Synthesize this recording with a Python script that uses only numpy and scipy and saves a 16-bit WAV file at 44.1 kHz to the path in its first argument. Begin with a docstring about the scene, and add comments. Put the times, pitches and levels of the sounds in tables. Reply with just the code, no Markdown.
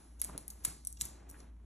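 """Indoors, a fairly live room: a dog on a leather chair bats a small hand-held plastic toy.
Claws skid and click on the plastic in quick clusters, ringing its damped modes; the pads thud softly.
As the dog shifts its weight, the leather rubs and scuffs and the chair frame knocks.
The room carries each click, over a low hum, faint room noise and a thin hiss."""
import sys
import numpy as np
from scipy import signal
from scipy.fft import rfft, irfft
from scipy.io import wavfile
from scipy.ndimage import uniform_filter1d

SR = 44100
rng = np.random.default_rng(int(sys.argv[2]) if len(sys.argv) > 2 else 0)


def store_pcm(level_fs):
    """Save levels as 16-bit WAV."""
    pcm = np.round(np.clip(level_fs, -1, 1) * 32767).astype(np.int16)
    wavfile.write(sys.argv[1], SR, np.atleast_2d(pcm).T)


N = 72765


def undb(db):
    """dB to gain."""
    return 10 ** (np.asarray(db) / 20)


def unit(x):
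    """Scale to rms 1."""
    return x / np.sqrt(np.mean(x ** 2))


def fade(t, t60):
    """Exponential decay, 60 dB in t60."""
    return np.exp(-np.log(1000) * np.maximum(t, 0) / t60)


def colour(x, points):
    """Filter by (f/Hz, gain/dB) points."""
    hz, db = np.array(points).T
    f_hz = np.maximum(np.fft.rfftfreq(2 * N, 1 / SR), 1)
    gain = undb(np.interp(np.log(f_hz), np.log(hz), db))
    return irfft(rfft(x, 2 * N) * gain)[..., :N]


def band(x, hz, width_hz):
    """One resonance, applied twice."""
    b, a = signal.iirpeak(hz, hz / width_hz, fs=SR)
    return signal.lfilter(b, a, signal.lfilter(b, a, x))


def cut(x, hz, kind, order=2):
    """Butterworth high-pass or low-pass."""
    return signal.sosfilt(signal.butter(order, min(hz, SR / 3), kind, fs=SR, output="sos"), x)


def curve(points):
    """Gain along (t/s, level/dB) points."""
    return undb(np.interp(np.arange(N) / SR, *np.array(points).T))


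def walk(rate_hz):
    """Smooth random wander, rms 1."""
    hold = max(int(SR / rate_hz), 1)
    steps = np.repeat(rng.standard_normal(N)[:N // hold + 1], hold)
    return unit(uniform_filter1d(uniform_filter1d(steps, hold), hold)[:N])


def diffuse():
    """Noise from all around, partly unrelated left and right."""
    # side relative to mid: f/Hz, level/dB
    spread = [(50, -31.5), (150, -17.5), (300, -11), (550, 1), (1000, -6.5), (3000, -12.5)]
    mid, side = rng.standard_normal((2, N))
    side = colour(side, spread)
    return np.array([mid + side, mid - side])


def add(out, start_s, x):
    """Mix x into out at start_s."""
    i = max(int(start_s * SR), 0)
    out[i:i + len(x)] += x[:N - i]


def background():
    """Wavering low hum, dull room noise and a thin hiss that comes and goes."""
    # hum and hiss envelopes: t/s, level/dB
    hum_levels = [(0, -67), (.07, -55.5), (.37, -54), (.44, -61), (.50, -55), (1.65, -54)]
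    hiss_levels = [(0, -63.5), (.18, -74), (.45, -92), (.60, -65), (.95, -74), (1.27, -88), (1.40, -61.5),
                   (1.5, -85)]
    # room noise and hiss spectra: f/Hz, level/dB
    floor_spectrum = [(25, -54.5), (70, 4), (110, -9.5), (200, -7.5), (330, -12), (450, -44.5),
                      (900, -35.5), (2500, -58)]
    hiss_spectrum = [(1000, -33), (4000, -2.5), (6500, -0.5), (8500, -1), (10500, 12), (11500, -4),
                     (13000, -28.5)]
    hum_hz, wander_hz, waver_db, floor_db = 57.27, 0.6, 1.76, -64.5
    phase = 2 * np.pi * np.cumsum(hum_hz + wander_hz * walk(rate_hz=8.26)) / SR
    hum = curve(hum_levels) * undb(waver_db * walk(rate_hz=23)) * np.sqrt(2) * np.sin(phase)
    floor = undb(floor_db) * unit(colour(diffuse(), floor_spectrum))
    hiss = curve(hiss_levels) * unit(colour(diffuse(), hiss_spectrum))
    return hum + floor + hiss


def leather_rub():
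    """Grainy rubbing as the dog shifts its weight."""
    # rub envelope: t/s, level/dB
    levels = [(0, -62.5), (.18, -69.5), (.31, -54), (.46, -63.5), (.60, -65.5), (.69, -54), (.82, -70.5),
              (.97, -74), (1.04, -58), (1.31, -63), (1.42, -59), (1.55, -72)]
    # rub spectrum: f/Hz, level/dB
    spectrum = [(100, 6), (300, 8.5), (500, -1), (800, -1), (1300, -4.5), (2400, -11), (5000, -21.5),
                (10000, -19), (13000, -49.5)]
    grain_db = 1.5
    grains = diffuse() * undb(grain_db * walk(rate_hz=190))
    return curve(levels) * unit(colour(grains, spectrum))


def claw_skids():
    """A claw tip catches and slips on the plastic: a brief swell of fine, bright grains."""
    # skids: middle t/s, Gaussian sigma/s, level/dB, centre f/Hz
    skids = [(0.202, 0.0046, -51, 8560), (0.5047, 0.0026, -44, 10080), (0.643, 0.0039, -48.5, 9450),
             (0.974, 0.0074, -63, 5440), (1.007, 0.0079, -45.5, 7840), (1.049, 0.011, -49.5, 9600),
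             (1.298, 0.0055, -54, 9700)]
    grain_db = 5.5
    t, out = np.arange(N) / SR, 0
    for middle_s, sigma_s, db, hz in skids:
        grains = rng.standard_normal(N) * undb(grain_db * walk(rate_hz=900))
        swell = np.exp(-0.5 * ((t - middle_s) / sigma_s) ** 2)
        out += undb(db) * unit(band(grains, hz, width_hz=7800)) * swell
    return cut(out, 12500, "lowpass", order=6)


def claw_clicks():
    """Each bright contact rings the toy's body and the struck spot. Returns direct sound, room feed."""
    # clicks: t/s, level/dB, contact f/Hz, contact t60/ms, relative body level/dB, spot f/Hz
    clicks = [(.2163, -5.5, 10100, 1.1, -16, 8800), (.2218, -24, 9100, 1.8, -8, 2250),
              (.2414, -17, 8840, 1, -17, 6650), (.2468, -13, 9440, 0.83, -16, 8800),
              (.3780, -19.5, 10100, 2.85, -9.5, 4220), (.4805, -17, 10040, 0.82, -17.5, 11700),
              (.5021, -27, 8800, 1.8, -14.5, 6500), (.6498, -10.5, 10300, 1, -6.5, 7300),
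              (.6522, -5, 9080, 1.2, -20, 8400), (.6556, -22, 7640, 0.88, -7, 4200),
              (.8502, -22, 8900, 1.5, -14, 6100), (.8716, -15, 8700, 2.5, -27.5, 5740),
              (.8718, -18.5, 10700, 1.75, -16.5, 10800), (.8746, -22, 10000, 0.9, -15, 6300),
              (.927, -22, 8800, 0.63, -19, 6300), (1.0118, -8.5, 7500, 0.31, -11, 4010),
              (1.0176, -18, 7430, 2.1, -16.5, 6900), (1.0191, -12.5, 9760, 1.4, -31.5, 10200),
              (1.0537, -21, 10260, 1.1, -11, 7370), (1.3122, -28, 9500, 1.2, -15, 5730),
              (1.4035, -30, 5850, 1.3, -22, 4300)]
    # plastic toy modes: f/Hz, level/dB, t60/ms
    modes = [(1140, -18, 3.5), (2130, -23, 6.1), (4050, -24, 3), (4770, -13, 2.8), (5600, -14, 1.9),
             (7030, -6.5, 1.8), (8250, -11, 8.5), (10290, -12.5, 9.2)]
    contact_gain, spot_db, spot_t60_ms = 0.48, -29, 22
    firm_cut_hz, firm_db, db_per_octave = 646, -6, 12
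    contact_send_db, body_send_db = -7, 3
    t = np.arange(SR // 40) / SR
    t_ms = 1000 * t
    toy = sum(undb(db) * fade(t_ms, t60_ms) * np.cos(2 * np.pi * hz * t) for hz, db, t60_ms in modes)
    direct, feed = np.zeros((2, N))
    for start_s, db, hz, t60_ms, body_db, spot_hz in clicks:
        # lighter touches stir less of the low modes
        cut_hz = firm_cut_hz * 2 ** ((firm_db - db - body_db) / db_per_octave)
        swell = t_ms * fade(t_ms, t60_ms)
        contact = undb(db) * contact_gain * swell / swell.max() * np.cos(2 * np.pi * hz * t)
        contact = cut(contact, cut_hz, "highpass")
        body = undb(db + body_db) * cut(toy, cut_hz, "highpass")
        spot = undb(db + spot_db) * fade(t_ms, spot_t60_ms) * np.cos(2 * np.pi * spot_hz * t)
        add(direct, start_s, contact + body + spot)
        add(feed, start_s, (contact + spot) * undb(contact_send_db) + body * undb(body_send_db))
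    return direct, feed


def chair_knocks():
    """The chair catches and lets go in small knocks that ring its damped frame."""
    # knocks: t/s, level/dB, contact f/Hz, relative frame level/dB
    knocks = [(0.2922, -41, 940, -14.5), (0.2972, -38, 875, -5.5), (0.3486, -48.5, 1140, -11),
              (0.35, -45.5, 680, 2)]
    # frame modes: f/Hz, level/dB, t60/s
    modes = [(178.3, -5.5, 0.06), (324, -2, 0.016), (980, -17.5, 0.021), (1164, -10, 0.024)]
    t, out = np.arange(SR // 8) / SR, np.zeros(N)
    frame = sum(undb(db) * fade(t, t60_s) * np.sin(2 * np.pi * hz * t) for hz, db, t60_s in modes)
    swell = t * fade(t, t60=0.002)
    for start_s, db, hz, frame_db in knocks:
        contact = swell / swell.max() * np.sin(2 * np.pi * hz * t)
        add(out, start_s, undb(db) * (contact + undb(frame_db) * frame))
    return out


def leather_scuffs():
    """The leather slips under the dog in short, dull scuffs."""
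    # scuffs: t/s, level/dB, centre f/Hz, resonance width/Hz, t60/s
    scuffs = [(0.348, -49.5, 264, 404, 0.18), (1.341, -58.5, 1590, 1160, 0.14)]
    attack_s = 0.002
    t, out = np.arange(N) / SR, 0
    for start_s, db, hz, width_hz, t60_s in scuffs:
        envelope = np.clip((t - start_s) / attack_s, 0, 1) * fade(t - start_s, t60_s)
        out += undb(db) * unit(band(diffuse(), hz, width_hz)) * envelope
    return out


def pad_thuds():
    """The soft weight of the paw: a few low, damped cycles."""
    # thuds: t/s, level/dB, f/Hz, t60/s
    thuds = [(0.656, -50.5, 355, 0.026), (0.677, -40, 136.3, 0.023), (1.0226, -41.5, 125, 0.035)]
    attack_s = 0.00048
    t, out = np.arange(SR // 4) / SR, np.zeros(N)
    for start_s, db, hz, t60_s in thuds:
        envelope = (1 - np.exp(-t / attack_s)) * fade(t, t60_s)
        add(out, start_s, undb(db) * np.sin(2 * np.pi * hz * t) * envelope)
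    return out


def room(x):
    """Quick scatter off hand, dog and chair, then a diffuse tail that dies soonest at the top."""
    # tail bands: f/Hz, t60/s, level/dB
    bands = [(297, 0.47, 6.5), (1025, 0.38, 4), (2600, 0.37, 0.5), (4640, 0.5, -4), (6950, 0.4, 0.5),
             (11200, 0.26, 3), (13450, 0.24, -4.5)]
    tail_db, build_s = -8, 0.0078
    early_db, early_t60_s, grain_db = -5, 0.026, 4.5
    t, tail = np.arange(N) / SR, 0
    log_f = np.log(np.maximum(np.fft.rfftfreq(2 * N, 1 / SR), 1))
    log_centres = np.log([row[0] for row in bands])
    spectrum = rfft(diffuse(), 2 * N)
    for share, (_, t60_s, db) in zip(np.eye(len(bands)), bands):
        band_noise = irfft(spectrum * np.interp(log_f, log_centres, share))[:, :N]
        tail += undb(db) * fade(t, t60_s) * band_noise
    tail *= 1 - np.exp(-t / build_s)
    early = diffuse() * undb(grain_db * walk(rate_hz=1500)) * fade(t, early_t60_s)
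    response = (undb(tail_db) * unit(tail) + undb(early_db) * unit(early)) / np.sqrt(N)
    return signal.fftconvolve(x[None], response, axes=1)[:, :N]


def scene():
    """Clicks, skids, thuds and knocks in the room, plus leather and background."""
    weight_send_db = -3.5
    clicks, click_feed = claw_clicks()
    skids = claw_skids()
    weight = pad_thuds() + chair_knocks()
    reverb = room(click_feed + skids + undb(weight_send_db) * weight)
    return clicks + skids + weight + reverb + leather_scuffs() + leather_rub() + background()


def record(dry):
    """Left is slightly louder and leads in the treble; the top is cut steeply."""
    # lead of left over right: f/Hz, phase/rad
    lead = [(2000, 0), (4000, .7), (4900, 3.1), (5500, 5.9), (6200, 6.3), (9100, 9.4), (12000, 12.4),
            (13300, 12.7), (15200, 15.7)]
    balance_db, top_hz = 0.35, 16200
    lead_rad = np.interp(np.fft.rfftfreq(2 * N, 1 / SR), *np.array(lead).T)
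    sides = np.array([[0.5], [-0.5]])
    shifted = irfft(rfft(dry, 2 * N) * np.exp(1j * sides * lead_rad))[:, :N]
    top_cut = signal.ellip(8, 0.2, 70, top_hz, fs=SR, output="sos")
    return signal.sosfilt(top_cut, shifted * undb(sides * balance_db))


dry = scene()
out = record(dry)
store_pcm(out)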